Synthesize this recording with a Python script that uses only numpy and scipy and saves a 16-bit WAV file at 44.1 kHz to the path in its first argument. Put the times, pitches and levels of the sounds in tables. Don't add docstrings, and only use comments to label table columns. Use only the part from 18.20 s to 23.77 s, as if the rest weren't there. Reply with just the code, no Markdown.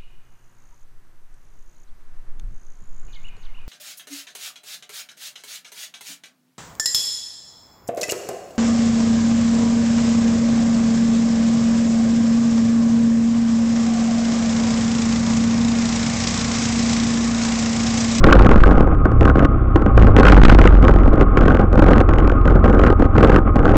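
import sys
import numpy as np
from scipy import signal
from scipy.fft import rfft, irfft, next_fast_len
from scipy.io import wavfile
from scipy.ndimage import uniform_filter1d, map_coordinates

SR = 44100
rng = np.random.default_rng(int(sys.argv[2]) if len(sys.argv) > 2 else 0)


def nominal_scale(level):
    x = np.asarray(level, float) / 20
    return 10 ** x


def output_pcm(signal):
    pcm = np.clip(np.atleast_2d(signal).T, -1, 1) * 32767
    wavfile.write(sys.argv[1], SR, np.round(pcm).astype(np.int16))


N = 245617

# (time [s], firing rate [Hz], effort [dB])
ENGINE = [(0.0, 103.1, -11), (0.2, 92.19, -7.5), (0.45, 92.55, -9), (0.56, 91.8, -14.5), (0.8, 77.06, -8),
          (0.91, 72.8, -10.5), (1.07, 70.74, -4), (1.18, 67.08, -12.5), (1.71, 56.45, -13),
          (1.81, 54.14, 3.5), (1.98, 50.01, -9), (2.1, 47.14, -2.5), (2.29, 46.51, 0), (2.55, 46.0, -8),
          (2.99, 43.88, -12.5), (3.25, 43.8, -13), (5.57, 43.9, -13)]
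# (multiple of firing rate [1], level [dB])
IDLE_ORDERS = [(0.5, -4), (1.5, -7), (2, -7), (2.5, -21), (3, -20)]
# (time [s], slow bounce [dB], mount swing [dB])
BUMPS = [(0.05, -16, -8), (0.22, -13.5, -2), (0.418, -6, -12.5), (0.62, -22, -6), (1.02, -20.5, -9),
         (1.27, -30.5, -14), (1.848, -13.5, -4.5), (2.1, -21, -11), (2.298, -11, -4), (2.54, -33, -4.5),
         (2.7, -28, -7), (2.93, -22, -9.5), (3.21, -16, -10), (4.071, -24.5, -7.5), (4.45, -27, -10.5),
         (5.42, -26.5, -10), (5.57, -15, -3.5)]
# (frequency [Hz], density [dB per Hz])
BOUNCE = [(2, -30), (6, 0), (18, 0), (30, -20), (60, -60), (120, -160)]
# (frequency [Hz], width [Hz], level [dB])
MOUNT = [(46, 9, -2), (68.15, 16, -8.5), (107, 36, -13)]
# (frequency [Hz], density [dB per Hz])
DRONE = [(60, -42), (120, -3), (300, 0), (450, -8), (700, -15.5), (950, -32), (1050, -34.5), (1300, -10),
         (1550, -22.5), (1700, -32.5), (2200, -33), (3100, -47), (3500, -49.5), (4000, -75), (6000, -120)]
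# (frequency [Hz], width [Hz], level [dB])
WHINE = [(797, 22, -6), (1085, 40, -1), (1246, 9, 6)]
# (time [s], length [s], chatter [dB], tick [dB])
SPELLS = [(0.039, 0.28, -10.5, -13.5), (0.331, 0.11, -15.5, -24), (0.446, 0.037, -12, -19.5),
          (0.509, 0.11, -15.5, -26.5), (0.645, 0.032, -21.5, -38.5), (0.842, 0.02, -18.5, -37),
          (1.008, 0.099, -17, -19), (1.155, 0.071, -17.5, -30.5), (1.574, 0.06, -22, -33.5),
          (1.776, 0.11, -14, -20), (1.959, 0.53, -9, -9.5), (2.524, 0.065, -19, -26.5),
          (2.623, 0.089, -12, -13.5), (2.739, 0.15, -25, -24.5), (2.931, 0.1, -17, -30.5),
          (3.164, 0.27, -17, -21), (3.53, 0.064, -19.5, -26.5), (3.595, 0.22, -14, -16.5),
          (3.889, 0.13, -20, -23), (4.074, 0.049, -19, -20.5), (4.254, 0.05, -17, -23.5),
          (4.321, 0.06, -22, -36), (4.456, 0.12, -16.5, -23), (4.591, 0.1, -16, -18.5),
          (4.701, 0.03, -18.5, -26), (4.796, 0.051, -20.5, -24.5), (4.954, 0.017, -20, -36),
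          (4.981, 0.21, -12, -17.5), (5.358, 0.099, -19, -28.5), (5.453, 0.12, -13, -23.5)]
# (time [s], tick [dB], thud [dB], ring [dB])
HARD_KNOCKS = [(0.0393, -5, -13, -8), (0.0843, -13.5, -5, -5), (0.1248, -9, -13.5, -0.5),
               (0.189, -16.5, -16.5, -4.5), (0.4346, -13.5, -10.5, -6), (0.7458, -28.5, -15.5, -24),
               (0.8546, -28, -6, -16.5), (0.918, -29, -22.5, -28), (1.076, -21, -12, -12.5),
               (1.1918, -12, -18, -17), (1.247, -15.5, -3.5, -13), (1.5572, -19, -1, -16),
               (1.6615, -19.5, -7, -23), (1.823, -11, -28, -15.5), (1.964, -3.5, -7, -10.5),
               (1.9963, -9, -7.5, -6), (2.0657, -16, -10.5, -6.5), (2.08, -5, -7, -0.5),
               (2.1197, -7, -11.5, -5.5), (2.2504, -2, -10, 1), (2.2946, -6, -12.5, -1),
               (2.3844, -7.5, -9, -3), (2.4736, -2.5, -12, -15), (2.68, -13, -7.5, -6.5),
               (3.0092, -15.5, -5.5, -16.5), (3.1711, -12, -9, -11.5), (3.6837, -17.5, -5, -17),
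               (4.441, -18.5, -5, -15.5), (5.0454, -13, -8.5, -14), (5.39, -20, -9, -22)]
# (frequency [Hz], width [Hz], level [dB])
SHELL = [(110, 62, -4.5), (205, 98, 0), (302.4, 109, 0.5), (523, 150, -4), (797.6, 46, -5),
         (908, 100, -12.5)]
# (frequency [Hz], width [Hz], level [dB])
CAVITY = [(1078, 80, -1.5), (1266, 112, 1.7), (1408, 165, 1.87), (1546, 156, 1.05)]
# (frequency [Hz], width [Hz], level [dB])
LENS = [(1960, 450, 9), (2994, 720, 4.5), (5340, 1900, -7), (7140, 930, -3.5)]
# (frequency [Hz], density [dB per Hz])
HISS = [(2500, -40), (3500, -12), (5200, -13), (6200, -3), (7200, 0), (8200, -6), (9000, -30), (15500, -44),
        (16200, -60)]
# (frequency [Hz], gain [dB])
INPUT = [(4000, 0), (5000, -1.5), (7500, -2), (9000, -12), (12000, -14), (15600, -11), (16200, -50)]

TIGHT_DB = -34


def unit(x):
    return x / np.sqrt(np.mean(x ** 2) + 1e-20)


def along(points, hz):
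    f, v = np.transpose(points)
    return np.interp(np.log(hz + 1), np.log(f + 1), v)


def curves(rows):
    s, *columns = np.transpose(rows)
    return [np.interp(np.arange(N) / SR, s, column) for column in columns]


def wobble(rate):
    knots = rng.standard_normal(int(N * rate / SR) + 4)
    return map_coordinates(knots, [np.arange(N) * rate / SR])


def filtered(x, response):
    m = next_fast_len(N + SR // 2)
    return irfft(rfft(x, m) * response(np.fft.rfftfreq(m, 1 / SR)), m)[:N]


def resonance(f, centre, width, db):
    return nominal_scale(db) * f * width / (centre * centre - f * f + 1j * f * width)


def ringing(x, modes, soft_hz):
    def body(f):
        return sum((-1) ** k * 1j * resonance(f, *mode) for k, mode in enumerate(modes))
    return filtered(x, lambda f: body(f) / (1 + 1j * f / soft_hz) ** 2)


def held(start, length, db, rise, fall, floor_db):
    t = np.arange(N) / SR
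    level = np.full(N, float(floor_db))
    for s, hold, top in zip(start, length, db):
        before = np.maximum(s - t, 0)
        after = np.maximum(t - s - hold, 0)
        level = np.maximum(level, top - rise * before - fall * after)
    return level


def mount(f):
    return np.sqrt(sum(np.abs(resonance(f, *mode)) ** 2 for mode in MOUNT))


def firing_orders():
    firing_hz, effort_db = curves(ENGINE)
    turn = 2 * np.pi * np.cumsum(firing_hz) / SR + .35 * wobble(7)
    half_db, three_quarter_db = 2.5, 0.5
    tones = nominal_scale(effort_db + 1.8 * wobble(11)) * mount(firing_hz) * np.sin(turn)
    half_level = nominal_scale(effort_db + half_db + 3.1 * wobble(9))
    tones += half_level * mount(firing_hz / 2) ** 1.6 * np.sin(turn / 2 + .7)
    rocking = mount(firing_hz / 2) * mount(firing_hz * 3 / 4)
    tones += nominal_scale(effort_db + three_quarter_db) * rocking * np.sin(turn * 3 / 4)
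    idle_db = -16 + 0.35 * (effort_db + 13) - 0.25 * (firing_hz - 44)
    for k, db in IDLE_ORDERS:
        bracket_db = 8 * np.exp(-((k * firing_hz - 104) / 14) ** 2)
        tones += nominal_scale(idle_db + db + 2.2 * wobble(6) + bracket_db) * np.sin(k * turn + 1.3 * k)
    return tones


def lurch():
    start_s, level_db, rock_hz, t60_s = 2.216, 3.5, 14, .3
    t = np.maximum(np.arange(N) / SR - start_s, 0)
    return nominal_scale(level_db - 60 * t / t60_s) * np.sin(2 * np.pi * rock_hz * t)


def shake():
    s, bounce_db, swing_db = np.transpose(BUMPS)
    bounce_db = held(s, 0 * s, bounce_db, rise=89.5, fall=62, floor_db=-34)
    swing_db = held(s, 0 * s, swing_db, rise=89.5, fall=62, floor_db=-16.5)
    swing = unit(ringing(rng.standard_normal(N), MOUNT, soft_hz=142.6))
    bounce = unit(filtered(rng.standard_normal(N), lambda hz: nominal_scale(along(BOUNCE, hz))))
    tones = firing_orders() + lurch()
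    return np.sqrt(2) * tones + nominal_scale(swing_db - 5.5) * swing + nominal_scale(bounce_db + 5.0) * bounce


def looseness():
    s, length, chatter_db, _ = np.transpose(SPELLS)
    return held(s, length, chatter_db, rise=900.5, fall=261, floor_db=TIGHT_DB)


def drone():
    firing_hz = curves(ENGINE)[0]
    throb = 1 + .25 * np.sin(2 * np.pi * np.cumsum(firing_hz) / SR)
    noise = rng.standard_normal(N) * throb * nominal_scale(2.9 * wobble(25))
    wall = unit(filtered(noise, lambda hz: nominal_scale(along(DRONE, hz))))
    air = unit(ringing(noise, WHINE, soft_hz=1520))
    loose_db = uniform_filter1d(looseness(), size=SR // 8) - TIGHT_DB
    return nominal_scale(-33 + 0.16 * loose_db) * (nominal_scale(9.5) * wall + nominal_scale(1.5) * air)


def chatter(motion, knock_s):
    chatter_db = looseness()
    s, t = np.sort(knock_s), np.arange(N) / SR
    since = t - s[np.maximum(np.searchsorted(s, t) - 1, 0)]
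    settle_db = -9 * (1 - np.exp(-(since / 0.035) ** 2))
    recent_power = uniform_filter1d(motion ** 2, size=SR // 10)
    reach = np.abs(motion) / np.sqrt(np.abs(recent_power) + 1e-9)
    hits = rng.random(N) < 700 / SR * reach ** 1.5
    blows = hits * rng.standard_normal(N) * nominal_scale(1.56 * rng.standard_normal(N))
    air = nominal_scale(-13.5) * unit(ringing(blows, CAVITY, soft_hz=1800))
    grit = nominal_scale(-53) * unit(ringing(blows ** 2 * (blows > 1), LENS[3:], soft_hz=9000))
    shell = unit(ringing(blows, SHELL, soft_hz=885))
    return nominal_scale(0.87 * chatter_db + 1.5 + settle_db) * (shell + air + grit)


def strikes():
    start, length, _, tick_db = np.transpose(SPELLS)[..., None]
    hard = np.array(HARD_KNOCKS)
    swing_s, scatter_s, clear_s = .0228, .002, 0.013
    draw = np.clip(rng.standard_normal((4, len(SPELLS), 26)), -1.6, 1.6)
    swing = np.arange(26)
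    s = start + swing * swing_s + scatter_s * draw[0] * (swing > 0)
    tick = tick_db + np.where(swing > 0, 2.5 * draw[1], 1) + 2 * (-1) ** swing
    thud = -7 + .3 * tick + 5.5 * draw[2]
    ring = -5 + 0.86 * tick + 6.5 * draw[3]
    to_hard_s = np.abs(s[..., None] - hard[:, 0]).min(axis=-1)
    free = (s < start + length) & (to_hard_s > clear_s)
    rows = np.stack([s, tick, thud, ring], axis=-1).reshape(-1, 4)
    return np.vstack([hard, rows]), np.append(np.ones(len(hard), bool), free)


def knocks(motion, rows, struck):
    s, tick_db, thud_db, ring_db = rows.T
    draw = rng.random((len(s), 16))
    wait = np.cumsum(0.00054 + .0022 * draw[:, :8], axis=1) - .0012
    at = np.clip(np.round((s[:, None] + wait) * SR).astype(int), 0, N - 1)
    against = np.where(motion[at[:, :1]] > -.25, -1, 1)
    size = against * (-1) ** np.arange(8) * (.5 + draw[:, 8:]) * struck[:, None]

    def train(level):
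        return np.bincount(at.ravel(), (size * level).ravel(), N)

    thud_level = nominal_scale(thud_db[:, None] + 38.5 - 60 * wait / 0.026)
    ring_level = nominal_scale(ring_db[:, None] + 39 - 60 * wait / 0.033)
    thud = ringing(train(thud_level), SHELL, soft_hz=1100)
    ring = ringing(train(ring_level), CAVITY, soft_hz=2150)
    brief = np.exp(-((wait - .0015) / .0013) ** 2)
    tick = ringing(train(brief * nominal_scale(tick_db + 19.5)[:, None]), LENS, soft_hz=4140)
    starts = np.bincount(at[:, 0], -against[:, 0] * struck * nominal_scale(thud_db - 1), N)

    def upswing(hz):
        early = np.exp(2j * np.pi * hz * 0.0034 - (hz / 110) ** 2)
        return SR / 110 * early * (hz / 25) / (1 + hz / 25)

    return thud + ring + tick + filtered(starts, upswing)


def scene():
    motion = shake()
    rows, struck = strikes()
    mix = motion + drone() + chatter(motion, rows[struck, 0]) + knocks(motion, rows, struck)
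    return mix[None]


def band_limit(x):
    return signal.sosfilt(signal.butter(12, 16000, fs=SR, output="sos"), x)


def record(dry):
    hiss = unit(filtered(rng.standard_normal(N), lambda hz: nominal_scale(along(HISS, hz))))
    top = .712
    flat = np.clip(dry[0] + nominal_scale(-76.5) * hiss + 0.0041, -top, top)
    mix = np.clip(filtered(flat, lambda hz: nominal_scale(along(INPUT, hz))), -top, top)
    return band_limit(mix[None])


dry = scene()
out = record(dry)
output_pcm(out)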